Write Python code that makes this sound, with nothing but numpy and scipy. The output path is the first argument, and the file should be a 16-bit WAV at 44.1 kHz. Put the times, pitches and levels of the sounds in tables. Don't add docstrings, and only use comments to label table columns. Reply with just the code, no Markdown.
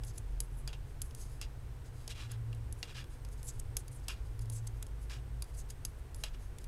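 import sys
import numpy as np
from scipy import signal
from scipy.fft import rfft, irfft, next_fast_len
from scipy.io import wavfile
from scipy.ndimage import uniform_filter1d

SR = 44100
rng = np.random.default_rng(int(sys.argv[2]) if len(sys.argv) > 2 else 0)


def unload_wav(signal):
    wavfile.write(
        sys.argv[1],
        SR,
        np.round(np.clip(np.atleast_2d(signal).T, -1, 1) * 32767).astype(np.int16),
    )


N = 294147


def from_db(db):
    return 10 ** (np.asarray(db) / 20)


def rms_one(x):
    return x / np.sqrt(np.mean(x ** 2) + 1e-20)


def ring(force, hz, t60):
    radius, angle = from_db(-60 / (t60 * SR)), 2 * np.pi * hz / SR
    return signal.lfilter([.5, 0, -.5], [1, -2 * radius * np.cos(angle), radius ** 2], force + 1e-18)


# pitch_hz, level_db, t60_s (capped when played)
NEEDLE_MODES = [(300, 1, .02), (520, -9, 0.019), (800, -17, .013), (1260, 3.5, 0.0052), (1685, -3, 0.036),
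                (2453, -3, 0.06), (2787, 2, 0.029), (3345, 1, 0.021), (3944, 0, 0.034), (4740, 3.5, 0.022),
                (5240, -2, 0.025), (5300, 0, 0.011), (6160, -6, 0.06), (6460, 2.5, 0.022),
                (6900, -1.5, 0.018), (7520, -1, 0.0083), (7780, -1, 0.028), (8380, 0.5, 0.01),
                (9160, 4, 0.0094), (9600, -3, 0.0097), (10200, 2.5, 0.035), (10370, 1, 0.006),
                (11090, 0.5, .025), (11430, -15.5, 0.016), (11800, -17, 0.029), (13000, -18, 0.039),
                (14000, -33, .015)]

def needles(longest_t60_s=.028, crack_t60_s=.003, mic_top_hz=12640):
    slides = SLIDES + yarn_brushes()
    tap_luck_db = 2.5 * rng.standard_normal((len(TAPS), len(NEEDLE_MODES)))
    slide_luck_db = 2.5 * rng.standard_normal((len(slides), len(NEEDLE_MODES)))
    grit = rng.standard_normal((3, N)) * from_db(3.7 * rng.standard_normal(N))
    stick_slip = from_db(1.1 * rms_one(uniform_filter1d(rng.standard_normal(N), size=150)))
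    out = np.zeros(N)
    for k, (hz, level_db, t60) in enumerate(NEEDLE_MODES):
        tapping = tap_force(hz, tap_luck_db[:, k], grit[k % 3])
        sliding = slide_force(hz, slides, slide_luck_db[:, k], stick_slip * grit[k % 3])
        crack = ring(from_db(6.5) * tapping + from_db(11.5) * sliding, hz, crack_t60_s)
        ringing = ring(from_db(-5.5) * tapping + sliding, hz, min(t60, longest_t60_s))
        out += from_db(level_db) * (ringing + crack)
    return signal.sosfilt(signal.butter(3, mic_top_hz, fs=SR, output="sos"), out)


def mode_share(hz, colour, spread):
    def bell(pitch_hz, centre):
        octaves_off = np.log2(pitch_hz / 1000) - np.clip(centre, .8, 3.8)
        return np.exp(-.5 * (octaves_off / max(spread, .15)) ** 2)
    all_modes = bell(np.array(NEEDLE_MODES)[:, 0], np.mean(colour))
    return bell(hz, colour) / np.sqrt(np.mean(all_modes ** 2))


# start_s, level_db, colour_oct (above 1 kHz), spread_oct
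TAPS = [(0.036, -38.5, 2, 1), (.404, -20.5, 4, 0.79), (0.6762, -32, 1.75, 1.4), (0.7304, -39, 1.24, 0.61),
        (1.0181, -22.5, 3.8, 0.8), (1.1096, -48, 1.6, 1.2), (1.149, -33, 3.8, 0.77),
        (1.414, -30.5, 2.05, 1), (2.078, -31.5, 2.14, 0.73), (2.5294, -45, 1.23, 0.69),
        (2.726, -34, 3.7, 0.76), (2.829, -28, 1.69, 0.49), (3.042, -46, 1.5, 0.95), (3.249, -42, 1.55, 1.4),
        (3.288, -46, 3.3, 0.77), (3.4306, -37, 3.9, 1.1), (3.7686, -20, 3.84, 1.33),
        (3.881, -38.5, 3.17, 0.66), (4.0832, -26.5, 2.43, 1.1), (4.3926, -43, 2.7, 1.0),
        (4.457, -48, 2.5, 0.98), (4.499, -31, 3.53, 0.72), (4.8266, -30.5, 3.5, 1.6),
        (4.8668, -43, 2.9, .85), (5.0976, -39.5, 1.64, 0.61), (5.4226, -29, 2.9, 0.94),
        (5.4418, -44, 2.9, 0.87), (5.8509, -21.5, 3.75, 1.27), (6.146, -38, 2.93, 0.33),
        (6.2374, -26.5, 1.9, 1.06), (6.5852, -38.5, 2.6, 0.8), (6.6425, -40.5, 2.4, 1.1)]

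def tap_force(hz, luck_db, grit, force_db=-30, jolt=.053):
    force, t = np.zeros(N), np.arange(int(.04 * SR)) / SR
    for (start_s, level_db, colour, spread), extra_db in zip(TAPS, luck_db):
        i = round(start_s * SR)
        t60 = .019 + .0004 * (level_db + 34.5) - .0036 * (colour - 2)
        hit = .31 * grit[i:i + len(t)] * from_db(-60 * t[:N - i] / max(t60, .001))
        hit[0] = from_db(-.5 + .2455 * (level_db + 36))
        share = mode_share(hz, colour, spread) + jolt
        force[i:i + len(t)] += hit * from_db(level_db + extra_db + force_db) * share
    return force


def thuds(gain_db=-20, db_per_oct=-8, t60_s=.057):
    envelope, t = np.zeros(N), np.arange(int(.08 * SR)) / SR
    for start_s, level_db, colour, _ in TAPS:
        i = round(start_s * SR)
        onset_db = level_db + gain_db + db_per_oct * (colour - 2)
        envelope[i:i + len(t)] += from_db(onset_db - 60 * t / t60_s)[:N - i]
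    band = signal.butter(2, [220, 950], "band", fs=SR, output="sos")
    return signal.sosfilt(band, envelope * 3.8 * rng.standard_normal(N))


# start_s, length_s, level_db, colour_oct (above 1 kHz), spread_oct
SLIDES = [(0.039, 0.026, -45, 4, .5), (.057, 0.066, -49, 2.88, .36), (.13, 0.077, -58, 3.2, 1.0),
          (0.174, 0.019, -38.5, 3.26, .63), (.41, 0.059, -58, 3.5, .5), (.5, .12, -65, 3.8, .6),
          (.565, 0.065, -59, 3.3, .2), (.68, 0.057, -54, 0.92, 1.1), (0.731, 0.048, -49.5, 1.1, 0.6),
          (.86, .088, -66, 2.7, .7), (1.03, 0.065, -56, 3.5, .49), (1.155, 0.15, -55.5, 2.96, 0.6),
          (1.195, 0.051, -53.5, 2.9, .25), (1.29, 0.1, -58, 3.3, .86), (1.418, 0.06, -47.5, 1.77, .6),
          (1.84, 0.061, -60.5, 2.5, .8), (1.96, 0.13, -62, 2.6, .9), (2.089, 0.053, -42, 1.5, 0.75),
          (2.145, .14, -46, 1.16, 0.71), (2.285, 0.084, -53, 0.86, 0.88), (2.31, 0.018, -36, 3.2, 0.57),
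          (2.542, 0.018, -52.5, 3.0, 1.0), (2.77, 0.061, -57, 3.6, .72), (2.833, 0.06, -51.5, 1.1, 1.1),
          (2.872, 0.074, -49, 1.16, .65), (2.943, 0.095, -44, 1.15, .62), (3.095, 0.091, -61, 2.7, 1.0),
          (3.31, 0.048, -54.5, 3.35, .77), (3.365, 0.068, -62, 2.7, .6), (3.435, 0.043, -50, 3.4, 0.34),
          (3.466, 0.05, -39.5, 3, .23), (3.495, 0.13, -61.5, 3.2, 0.91), (3.591, 0.018, -35, 3.01, 0.24),
          (3.78, 0.045, -52, 3.1, .45), (3.91, 0.04, -53, 3.1, .45), (3.938, 0.055, -54.5, 3.17, .15),
          (3.98, .04, -62, 2.9, .55), (4.088, 0.068, -41.5, 1.2, 0.87), (4.12, 0.12, -60, 1.1, .75),
          (4.24, 0.057, -65, 2.7, 1.0), (4.403, 0.041, -53, 2.95, .55), (4.514, .035, -49, 3.1, .66),
          (4.532, 0.075, -47.5, 2.99, .28), (4.665, .021, -39, 2.9, .37), (5.003, 0.065, -57, 3.3, .57),
          (5.1, 0.11, -45, 1.36, .68), (5.46, 0.077, -62.5, 3, .95), (5.533, 0.04, -55.5, 3, .7),
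          (5.563, 0.066, -49, 2.95, .29), (5.685, 0.048, -53.5, 2.8, 1.0), (5.698, 0.019, -39, 2.92, 0.55),
          (5.86, .06, -59, 3.8, .5), (5.98, 0.032, -62.5, 3.7, .76), (6.149, 0.03, -52, 3.6, .4),
          (6.175, 0.077, -59, 2.8, .72), (6.242, 0.071, -46.5, 1.1, 0.95), (6.33, 0.037, -54, 1.2, .73),
          (6.598, 0.046, -60, 2.7, .67)]

def slide_force(hz, slides, luck_db, grit, force_db=-43, flick_s=.042, wide_oct=.85):
    force, taps_s = np.zeros(N), np.array(TAPS)[:, 0]
    for (start_s, length_s, level_db, colour, spread), extra_db in zip(slides, luck_db):
        i = round(start_s * SR)
        progress = np.linspace(0, 1, max(int(length_s * SR), 8))
        set_off = np.any(np.abs(start_s - taps_s) < .008) and colour < 2
        rising = .083 if set_off else .42
        attack = (progress / rising) ** .39
        release = ((1 - progress) / (1 - rising)) ** (.45 + .74 * (1 - rising) ** 2)
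        sharpness = 1 + (flick_s / length_s) ** 2
        pressure = np.minimum(attack, release) ** sharpness
        glide_oct = -.68 * max(1 - spread / wide_oct, 0) * (progress - .5)
        share = mode_share(hz, colour + glide_oct, spread)
        drag = pressure * from_db(level_db + extra_db + force_db) * share
        force[i:i + len(drag)] += drag[:N - i] * grit[i:i + len(drag)]
    return force


def yarn_brushes(count=10, lengths_s=(.04, .12), level_db=-67.5, colour_oct=2.9, spread_oct=.75):
    rows = []
    for when, long, loud in rng.random((count, 3)):
        start_s = when * (N / SR - lengths_s[1])
        length_s = np.interp(long, [0, 1], lengths_s)
        rows.append((start_s, length_s, level_db + 5 * (2 * loud - 1), colour_oct, spread_oct))
    return rows


def room_tail(close, t60_s=.16, level_db=-20):
    t = np.arange(int(.4 * SR)) / SR
    dull_noise = signal.lfilter([1], [1, -.6], rng.standard_normal(len(t)))
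    tail = dull_noise * from_db(-60 * t / t60_s) * (t > .004)
    return from_db(level_db) * signal.fftconvolve(close, tail / np.sqrt(np.sum(tail ** 2)))[:N]


# middle_s, length_s, pitch_hz, glide_hz_per_s, level_db (rms at the crest)
HUMS = [(0.002, 0.35, 115.4, -6, -44.5), (0.388, 0.92, 43, -2.3, -39.5), (.7, 1, 134.8, 24, -53.5),
        (2.476, 0.69, 113.4, -4.5, -40), (2.701, 0.3, 63, -2, -47), (3.7, 0.67, 113.5, -16, -50),
        (4.251, 0.56, 58.6, -5.5, -46.5), (4.541, 0.68, 111.7, -1.5, -40), (5.196, 0.93, 54.08, 5.5, -42),
        (6.353, 0.57, 42.9, 22, -41.5)]

def outside_hums():
    out = np.zeros(N)
    for (middle_s, length_s, hz, glide, level_db), phase in zip(HUMS, rng.random(len(HUMS))):
        t = np.arange(N) / SR - middle_s
        swell = from_db(level_db) * np.sqrt(2) * np.exp(-8 * (t / length_s) ** 2)
        out += swell * np.sin(2 * np.pi * (hz * t + glide * t ** 2 / 2 + phase))
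    return out


# pitch_hz, width_hz, level_db (rms)
DRONES = [(48.26, 6.3, -48), (61.6, 16, -55), (93.2, 6.4, -57.5), (124.13, 8.2, -55.5), (255.3, 47, -71),
          (365.8, 5.6, -75.5), (425, 8.4, -75), (483, 30, -74), (8270, 120, -81)]

def drones():
    out, white = np.zeros(N), rng.standard_normal(N + SR)
    for hz, width_hz, level_db in DRONES:
        t60 = np.log(1000) / (np.pi * width_hz)
        tone = ring(ring(white, hz, t60), hz, t60)[SR:]
        out += from_db(level_db) * rms_one(tone)
    return out


# frequency_hz, density_db (relative)
RUMBLE_SPECTRUM = [(8.8, -43), (15, 4.5), (48, -2), (119, -6), (141, -13), (174, -39), (200, -50.5),
                   (260, -83), (440, -120)]
HISS_SPECTRUM = [(88, -41), (150, -4), (172, -10), (194, -10), (451, -11), (605, -15.5), (896, -15.5),
                 (1250, -19.5), (1440, -19), (4310, -30), (7330, -32.5), (8250, -32), (11100, -33),
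                 (15200, -38), (16400, -48)]

def room_tone(spectrum, rms_db):
    size = next_fast_len(N)
    hz, points = np.arange(1, size // 2 + 2) * SR / size, np.array(spectrum)
    shape_db = np.interp(np.log(hz), np.log(points[:, 0]), points[:, 1], left=-90, right=-90)
    noise = irfft(rfft(rng.standard_normal(size)) * from_db(shape_db), size)[:N]
    return from_db(rms_db) * rms_one(noise)


def scene():
    background = room_tone(RUMBLE_SPECTRUM, rms_db=-47) + outside_hums() + drones()
    background += room_tone(HISS_SPECTRUM, rms_db=-60.5)
    close = needles() + thuds()
    return (close + room_tail(close) + background)[None]


def record(dry):
    return signal.sosfilt(signal.cheby2(12, 50, 16560, fs=SR, output="sos"), dry)


dry = scene()
out = record(dry)
unload_wav(out)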